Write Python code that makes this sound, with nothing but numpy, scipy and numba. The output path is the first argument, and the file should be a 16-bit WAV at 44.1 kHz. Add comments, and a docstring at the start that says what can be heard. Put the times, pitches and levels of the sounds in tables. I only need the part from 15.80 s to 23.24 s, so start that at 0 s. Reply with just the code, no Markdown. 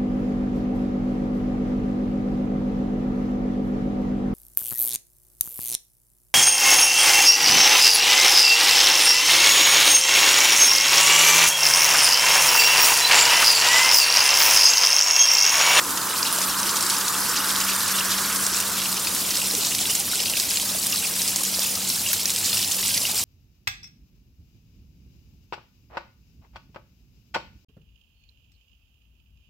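"""At a steel grate over a concrete drain channel, a stereo pair close to where spring water lands.
The jet gushes from its pipe in surges: fine spray hisses, fat drops slap the bars, and bubbles of
trapped air ring in the channel below. On a distant road a car rolls by and its tyre roar fades;
a low hum stays over the traffic rumble, and a far engine drones towards the end."""
import sys
import numpy as np
from scipy import signal
from scipy.fft import rfft, irfft
from scipy.io import wavfile
from scipy.ndimage import uniform_filter1d
from numba import njit

SR = 44100
rng = np.random.default_rng(int(sys.argv[2]) if len(sys.argv) > 2 else 0)


def dump_mix(stems):
    """Bounce the given channels to the path in sys.argv[1] as a 16-bit WAV at rate SR."""
    frames = np.atleast_2d(stems).T  # one column per channel
    limited = np.clip(frames, -1, 1)  # hard clip at full scale
    pcm = np.round(limited * 32767).astype(np.int16)
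    wavfile.write(sys.argv[1], SR, pcm)


N = 328104
TIME = np.arange(N) / SR
FREQS = np.fft.rfftfreq(N, 1 / SR) + 1e-3

# Levels in the tables are relative; each source sets its own gain.
# light air on the microphones: f/Hz, level/dB
BREEZE_COLOUR = [(20, -5), (50, 0), (90, -6), (200, -24), (800, -60)]
# far traffic: f/Hz, level/dB
TRAFFIC_COLOUR = [(20, -9), (38, -3), (55, -3), (65, -1.5), (85, -0.5), (130, 1), (250, 2.5), (400, -13),
                  (1000, -9), (2500, -52)]
# low hum in the distance: t/s, level/dB
HUM_LEVEL = [(0, -50.5), (.7, -44.5), (1.1, -47), (1.8, -42), (3, -43.5), (4.6, -51), (5.6, -44),
             (6.6, -48.5), (7.44, -49.5)]
# far engine: t/s, level/dB
ENGINE_LEVEL = [(0, -62), (3, -53.5), (4.4, -51), (5.6, -55.5), (6.6, -46), (7.44, -47.5)]
# tyres of the passing car: t/s, level/dB, centre f/Hz
TYRE_PASS = [(0, -32, 1150), (.7, -31, 1200), (1.3, -30.8, 1240), (1.8, -30.5, 1330), (2.3, -31.5, 1370),
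             (2.8, -34.5, 1310), (3.3, -39.5, 1180), (3.8, -45.5, 1130), (4.5, -56.5, 1070),
             (7.44, -58, 1080)]
# low roar of the road: t/s, level/dB
ROAD_LEVEL = [(0, -38), (2, -40), (3.8, -41), (5, -44), (7.44, -47.5)]
# colour of that roar: f/Hz, level/dB
ROAD_COLOUR = [(60, -16), (150, -10), (240, -6), (285, 4), (330, .5), (500, -2), (700, -5.5),
               (900, -8), (2500, -23.5)]
# reflections in the channel: f/Hz, level/dB
CHANNEL_COLOUR = [(500, 6.5), (1700, 5), (2700, -8), (3400, 2), (4800, 3), (5600, -1), (6500, 4.5),
                  (9000, 4.5), (11500, 7.5), (15000, 7.5)]
# single bubbles under the grate: t/s, level/dB, f/Hz, ring length/cycles to 60 dB down
BIG_BUBBLES = [(.452, -17, 2780, 48), (.461, -15, 4130, 62), (.585, -17, 650, 10), (.614, -15, 2200, 15),
               (1.812, -15, 2840, 40), (2.184, -18, 2900, 45), (2.207, -15, 2730, 50),
               (3.057, -16.5, 2710, 47), (3.271, -15, 2500, 43), (3.416, -30, 287, 35),
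               (3.617, -15, 2680, 49), (3.735, -30, 300, 20), (3.738, -25, 470, 15), (3.764, -31, 225, 29),
               (3.778, -30, 400, 39), (3.922, -18, 2860, 45), (4.055, -16, 2900, 45),
               (4.098, -16, 2840, 38), (4.333, -23.5, 1420, 44), (4.537, -14.5, 2780, 35),
               (4.57, -15, 2510, 31), (4.948, -27, 660, 16), (5.129, -14, 2750, 53), (5.788, -23, 620, 14),
               (6.262, -16, 2780, 70), (6.333, -17, 1600, 12), (6.772, -17, 2720, 51),
               (7.028, -25, 2020, 42), (7.252, -12, 2800, 58)]
# small bubbles, tiny bubbles, splatter and fine spray: f/Hz, level/dB
FIZZ_COLOUR = [(1000, -12), (2000, -6.5), (2850, 1), (3200, -1), (4500, -10)]
PING_COLOUR = [(3000, -2.5), (4700, 0), (5500, 3), (6300, -6.5), (7600, -1.5), (11000, -4)]
SPLATTER_COLOUR = [(1000, -21), (2000, -4.5), (3000, -1.5), (5200, 2), (6300, -2.5), (7700, -.5),
                   (11000, -8.5), (16000, -15)]
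SPRAY_COLOUR = [(300, -9), (900, -12), (1700, -13), (2400, -7.5), (3500, -4), (4800, -1), (5600, 1),
                (6200, 0), (7600, 0.5), (8900, -0.5), (9700, 1), (11800, -2), (13400, -1), (15800, -5.5)]
# fat drops on the bars: t/s, level/dB, f/Hz
FAT_DROPS = [(0.1744, -7, 5470), (0.4285, -3, 4770), (.527, -2, 10100), (0.586, -5, 5900), (.616, -3, 6300),
             (.8306, -5, 6000), (0.8925, -1.5, 5940), (.958, -7, 6700), (0.9673, -6, 5800),
             (1.008, -6, 5400), (1.065, -7, 7700), (1.0995, -5, 5100), (1.2819, -5, 6650),
             (1.803, -3, 6700), (1.9624, -3, 9300), (2.1227, -10, 5600), (2.1862, -11, 3580),
             (2.5598, -5, 7400), (2.665, 0, 6600), (2.8022, -2, 8700), (3.127, -11, 4600),
             (3.3484, -3, 10200), (3.507, -6, 5300), (3.5544, -9, 5300), (3.571, -4, 5400),
             (3.7109, -8, 5000), (3.75, -3, 6330), (3.8689, -3, 6500), (3.949, -2.5, 5000),
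             (3.9844, -5, 8000), (4.055, -10.5, 3500), (4.1515, 1.5, 7600), (4.2004, -3, 8700),
             (4.401, -8, 4580), (4.498, -5, 5500), (4.599, -1.5, 4520), (4.7357, -7, 7800),
             (4.7715, -4, 4320), (5.062, -6, 11000), (5.0673, -1, 8500), (5.124, -7, 5160),
             (5.418, -3, 6670), (5.5602, -1, 6400), (5.6348, -2, 9300), (5.651, -6, 6000),
             (5.7928, -3.5, 5240), (5.8434, -10, 6400), (5.953, -11, 6500), (6.1007, -2.5, 5340),
             (6.287, -6, 7100), (6.331, 4, 12800), (6.456, 1, 5560), (6.5028, -5, 7400), (6.561, -7, 4650),
             (6.7302, -2.5, 4360), (6.7431, -7, 4900), (6.827, -4.5, 5300), (6.8465, -6, 5300),
             (6.919, -8, 6100), (7.058, -11, 5100), (7.176, -4, 5670), (7.2534, -12, 3000),
             (7.3132, -7, 8400)]
# the stream builds up, then holds: t/s, level/dB
STREAM_FLOW = [(0, -3.5), (.3, -2), (.5, .2), (1.3, 0.7), (2.2, 0.3), (3, -0.9), (3.7, 0), (4.4, -0.5),
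               (5.2, .5), (5.9, -1), (7.44, -0.6)]
# thick lumps of water landing on the grate: t/s, length/s, splash level/dB, bubbling level/dB
HEAVY_GUSHES = [(0.449, 0.045, -28, -33), (0.547, 0.042, -28, -41), (0.955, 0.053, -23, -38),
                (1.474, 0.033, -22, -43), (1.795, 0.029, -22, -32), (1.861, 0.081, -23.5, -27.5),
                (2.068, 0.051, -24, -42), (2.176, 0.032, -29, -31), (2.278, 0.08, -26, -33),
                (2.746, 0.044, -23, -32), (2.955, 0.041, -23, -40), (3.546, 0.035, -22, -43),
                (3.979, 0.056, -24, -39), (4.09, 0.044, -19, -32), (4.142, 0.037, -20, -42),
                (4.374, 0.057, -25, -35), (4.561, 0.044, -25, -30), (4.687, 0.03, -18.5, -39),
                (4.729, 0.051, -25, -34), (5.154, 0.03, -20.5, -37), (5.218, 0.037, -22, -30),
                (5.383, 0.03, -26, -42), (5.629, 0.024, -34, -49), (5.822, 0.044, -22, -30),
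                (6.076, 0.044, -27, -40), (6.25, 0.063, -22, -32), (6.574, 0.081, -23, -43),
                (6.72, 0.044, -22, -32), (6.768, 0.038, -20, -40), (6.817, 0.033, -26, -42),
                (6.888, 0.034, -29, -49), (7.023, 0.069, -22.5, -31), (7.098, 0.025, -21.5, -35),
                (7.155, 0.022, -19.5, -45), (7.246, 0.042, -29, -37), (7.341, 0.076, -20, -49)]
# the water, left microphone minus right: f/Hz, level/dB
MIC_BALANCE = [(300, 0), (1000, 0), (1600, -1), (2700, -0.2), (3400, -0.8), (4500, -1), (5500, 0),
               (8000, -1), (9800, -1.5), (12500, .7), (15500, 0)]

GUSH_ATTACK_S, GUSH_RELEASE_S = .0049, .0065


def undb(db):
    """Decibels to gain."""
    return 10 ** (np.asarray(db) / 20)


def unit(x):
    """Scale to rms 1."""
    return x / np.sqrt(np.mean(x ** 2))


def curves(table):
    """Each column after t/s as a value per sample."""
    s, *columns = np.transpose(table)
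    return [np.interp(TIME, s, c) for c in columns]


def colour(x, points):
    """Filter by a spectrum of f/Hz, level/dB points."""
    hz, db = np.transpose(points)
    return irfft(rfft(x) * undb(np.interp(np.log(FREQS), np.log(hz), db)), N)


def walk(rate_hz):
    """Smooth random drift of rms 1, rolled off above rate_hz."""
    return unit(irfft(rfft(rng.standard_normal(N)) / (1 + (FREQS / rate_hz) ** 4), N))


def air_noise(side_db):
    """Stereo noise, mostly alike at both microphones."""
    mid, side = rng.standard_normal((2, N))
    return mid + undb(side_db) * np.array([side, -side])


def band(x, hz, width_hz):
    """A resonance with steep skirts."""
    detune = (FREQS ** 2 - hz ** 2) / (FREQS * width_hz)
    return irfft(rfft(x) / (1 + detune ** 2), N)


@njit
def damped_sines(start, size, hz, cycles, glide, pan, lag_s):
    """Sines that swell within a cycle and rise in pitch as they die, each from its own direction."""
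    out = np.zeros((2, N))
    for k in range(len(start)):
        life = cycles[k] / hz[k]
        for mic in range(2):
            sign = 1 - 2 * mic
            onset = start[k] - sign * lag_s[k] / 2
            gain = size[k] * (1 + sign * pan[k])
            for i in range(max(int(onset * SR) + 1, 0), min(int((onset + life) * SR), N)):
                age = (i / SR - onset) / life
                turns = cycles[k] * age * (1 + glide[k] * age / 2)
                out[mic, i] += gain * min(turns, 1.) * np.exp(-6.9 * age) * np.sin(2 * np.pi * turns)
    return out


def ring(start, size, hz, cycles, glide, pan=0, lag_s=0):
    """One damped sine per start time; a single number applies to them all."""
    settings = start, size, hz, cycles, glide, pan, lag_s
    return damped_sines(*[x * np.ones(len(start)) for x in settings])


def shower(count, low_hz, high_hz, cycles, scatter_db, glide, spread, lag_ms):
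    """A cloud of water grains, many small and a few large, round the point of impact; rms 1."""
    when, pitch, rank, length, side, lead, sign = rng.random((count, 7)).T
    hz = low_hz * (high_hz / low_hz) ** pitch
    weight = -np.log(1 - rank * (1 - np.exp(-4)))  # exponential spread, ending at 4
    size = undb(scatter_db * weight) * hz * np.sign(sign - .5)  # short high grains stand taller
    grain_cycles = cycles * 2 ** (2 * length - 1)
    pan, lag_s = spread * (2 * side - 1), lag_ms * (2 * lead - 1) / 1000
    return unit(ring(when * N / SR, size, hz, grain_cycles, glide, pan, lag_s))


def spurts(count, fade_s, depth, rise_s=.0022):
    """Envelope of lumps of water hitting at random, each rising fast and dying away; mean 1."""
    when, size = rng.random((count, 2)).T
    hits = np.bincount((when * N).astype(int), size ** 2, N)
    lumps = signal.lfilter([1], [1, -np.exp(-1 / (fade_s * SR))], hits)
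    gain = 1 + depth * uniform_filter1d(np.sqrt(lumps), int(rise_s * SR) + 1)
    return gain / np.mean(gain)


def puffs(brightness, fade_s=.0039):
    """Envelope of the droplets each fat drop throws up; positive brightness favours sharp slaps."""
    s, db, hz = np.transpose(FAT_DROPS)
    hits = np.bincount((s * SR).astype(int), undb(db) * (hz / np.median(hz)) ** brightness, N)
    return signal.lfilter([1], [1, -np.exp(-1 / (fade_s * SR))], hits)


def bursts(start_s, length_s, db):
    """Envelope of timed lumps of water: each swells quickly, holds and dies away."""
    gain = np.zeros(N)
    for s, length, size in zip(start_s, length_s, undb(db)):
        near = slice(*np.searchsorted(TIME, [s, s + length + 10 * GUSH_RELEASE_S]))
        age = TIME[near] - s
        attack = np.minimum(age / GUSH_ATTACK_S, 1)
        gain[near] += size * attack * np.exp(-np.maximum(age - length, 0) / GUSH_RELEASE_S)
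    return gain


def breeze(level_db=-66):
    """Light air rumbles on each microphone port separately."""
    return unit(colour(rng.standard_normal((2, N)), BREEZE_COLOUR)) * undb(level_db)


def hum(hz=192.4):
    """A low tone in the distance wavers in pitch and level."""
    waver_hz, waver_db = 2 * walk(8), 1.4 * walk(9)
    tone = np.sqrt(2) * np.sin(2 * np.pi * np.cumsum(hz + waver_hz) / SR)
    return tone * undb(curves(HUM_LEVEL)[0] + waver_db + .2)


def traffic(level_db=-45):
    """Far traffic rumbles and swells a little."""
    swell_db = .5 * walk(2)
    return unit(colour(air_noise(-13.5), TRAFFIC_COLOUR)) * undb(level_db + swell_db)


def engine():
    """A far engine drones roughly in one narrow low band."""
    drone = unit(band(air_noise(-22), hz=96.5, width_hz=18))
    return drone * undb(curves(ENGINE_LEVEL)[0] - 1.5)


def car():
    """On the distant road, tyre treads roar in a band that shifts as the car goes by."""
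    db, centre_hz = curves(TYRE_PASS)
    tread = 0
    for hz in 900 * 2 ** (np.arange(9) / 6):
        weight = np.exp(-(np.log2(hz / centre_hz) / .6) ** 2) / np.sqrt(hz)
        tread += band(air_noise(-17), hz, hz / 6) * weight
    tyres = unit(tread) * undb(db) * undb([[-1], [.9]])  # a little to the right
    road = unit(colour(air_noise(-20), ROAD_COLOUR)) * undb(curves(ROAD_LEVEL)[0] - 2)
    return tyres + road


def channel(water, t60_s=.045, echo_gain_db=-10, paths=5):
    """The concrete channel gives each splash a brief tail; the paths change as the water moves."""
    t = np.arange(SR // 16) / SR
    echo = 0
    for _ in range(paths):
        tails = rng.standard_normal((2, len(t))) * undb(-60 * t / t60_s)
        tails /= np.sqrt(paths * np.sum(tails ** 2, axis=1, keepdims=True))
        shifting = np.sqrt(2) * np.sin(2 * walk(11))
        echo += shifting * signal.fftconvolve(water, tails, axes=1)[:, :N]
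    return water + undb(echo_gain_db) * colour(echo, CHANNEL_COLOUR)


def gurgle(level_db=-44.5):
    """Larger bubbles burble faintly and evenly in the run-off, wide across the pair."""
    large = shower(count=4500, low_hz=310.5, high_hz=2140, cycles=14,
                   scatter_db=3.5, glide=.16, spread=.82, lag_ms=.088)
    return large * undb(level_db)


def trapped_air(surge_db, gulp_hz=17, gulp_db=4, swarm_s=.025):
    """Gain of the fizz: random gulps, the air under each gush and a swarm round each big bubble."""
    s, length, _, air_db = np.transpose(HEAVY_GUSHES)
    plop_s, plop_db, _, _ = np.transpose(BIG_BUBBLES)
    gulps = undb(-42.5 + gulp_db * walk(gulp_hz) + .37 * surge_db)  # a surge drags more air under
    gushes = bursts(s, length, air_db - 5)
    swarms = bursts(plop_s - GUSH_ATTACK_S, np.full(len(plop_s), swarm_s), plop_db - 24)
    return np.sqrt(gulps ** 2 + gushes ** 2 + swarms ** 2)


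def fizz(air):
    """Air dragged under the surface rings as small rising bubbles."""
    small = shower(count=2600, low_hz=2193, high_hz=4050, cycles=44,
                   scatter_db=1.5, glide=.31, spread=.057, lag_ms=.0067)
    return unit(colour(small, FIZZ_COLOUR)) * air


def plops():
    """Single big bubbles ring under the grate and rise in pitch as they near the surface."""
    s, db, hz, cycles = np.transpose(BIG_BUBBLES)
    return ring(s, undb(db), hz, cycles, glide=.13)


def pings(surge_db):
    """Tiny bubbles trapped by the drops ring for a few milliseconds."""
    tiny = shower(count=3600, low_hz=3665, high_hz=10820, cycles=85,
                  scatter_db=3, glide=.314, spread=.17, lag_ms=.0092)
    return unit(colour(tiny, PING_COLOUR)) * undb(-34.5 + 1.6 * surge_db)


def drops(cycles=10.3, breakup_s=.0012, fragments=4):
    """Close up, each fat drop slaps a bar with a dull tap, traps a bubble and scatters fragments."""
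    s, db, hz = np.transpose(FAT_DROPS)
    slap = ring(s, undb(db), hz, cycles, glide=.061)
    tap = ring(s, undb(db - 17), hz=2200, cycles=7.6, glide=.1)
    bubble = ring(s + breakup_s, undb(db - 12), hz, cycles=47, glide=.09)
    patter = 0
    for k in range(fragments):
        side, late, detune = rng.random((len(s), 3)).T
        start = s + breakup_s * (k + 1 + late) / 2
        fragment_hz = hz * 1.3 ** (2 * detune - 1)
        patter += ring(start, undb(db - 4 - 2 * k), fragment_hz, cycles, glide=.066, pan=.3 * (side - .5))
    return slap + tap + bubble + patter


def splatter(surge_db):
    """Drops burst on the bars in quick clusters, a few cycles each."""
    slaps = shower(count=13000, low_hz=1970, high_hz=10500, cycles=8.4,
                   scatter_db=2.5, glide=.083, spread=.062, lag_ms=.0051)
    clusters = undb(1.3 * surge_db) * spurts(count=330, fade_s=.008, depth=4)
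    clusters += 2.3 * puffs(brightness=-.9)
    return unit(colour(slaps, SPLATTER_COLOUR)) * undb(-33.5) * clusters


def spray(surge_db):
    """Thousands of tiny droplets hiss close to the microphones; the mist smooths out the surges."""
    mist = shower(count=190000, low_hz=510, high_hz=17050, cycles=5.7,
                  scatter_db=2, glide=.093, spread=.061, lag_ms=.0033)
    swell = undb(.5 * surge_db) * spurts(count=700, fade_s=.007, depth=.55)
    swell += .75 * puffs(brightness=.6)
    return unit(colour(mist, SPRAY_COLOUR)) * undb(-27.5) * swell


def jet(bead_hz=12.7, bead_drift_hz=.9, bead_db=.75, wobble_hz=27, wobble_db=.7, stream_db=-20.5):
    """Jet strength in dB about its mean: it sheds beads almost regularly, wobbles and gushes."""
    s, length, splash_db, _ = np.transpose(HEAVY_GUSHES)
    beads = np.sin(2 * np.pi * np.cumsum(bead_hz + bead_drift_hz * walk(3.4)) / SR)
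    stream = undb(curves(STREAM_FLOW)[0] + bead_db * beads + wobble_db * walk(wobble_hz))
    gushes = bursts(s, length, splash_db - stream_db)  # relative to the plain stream
    surge_db = 20 * np.log10(np.hypot(stream, gushes))
    return surge_db - np.mean(surge_db)


def scene():
    """The surging water right in front of the pair, the road far behind it."""
    surge_db = jet()
    water = spray(surge_db) + splatter(surge_db) + pings(surge_db) + fizz(trapped_air(surge_db))
    water = channel(water + gurgle() + drops() + plops())
    left = colour(water[0], [(hz, db / 2) for hz, db in MIC_BALANCE])
    right = colour(water[1], [(hz, -db / 2) for hz, db in MIC_BALANCE])
    return np.array([left, right]) + car() + hum() + traffic() + engine() + breeze()


def record(dry, bass_hz=28, top_hz=15850):
    """The recorder thins the deepest bass and cuts the top."""
    bass_cut = signal.butter(2, bass_hz, "high", fs=SR, output="sos")
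    top_cut = signal.ellip(10, .2, 80, top_hz, fs=SR, output="sos")
    return signal.sosfilt(top_cut, signal.sosfilt(bass_cut, dry))


dry = scene()
out = record(dry)
dump_mix(out)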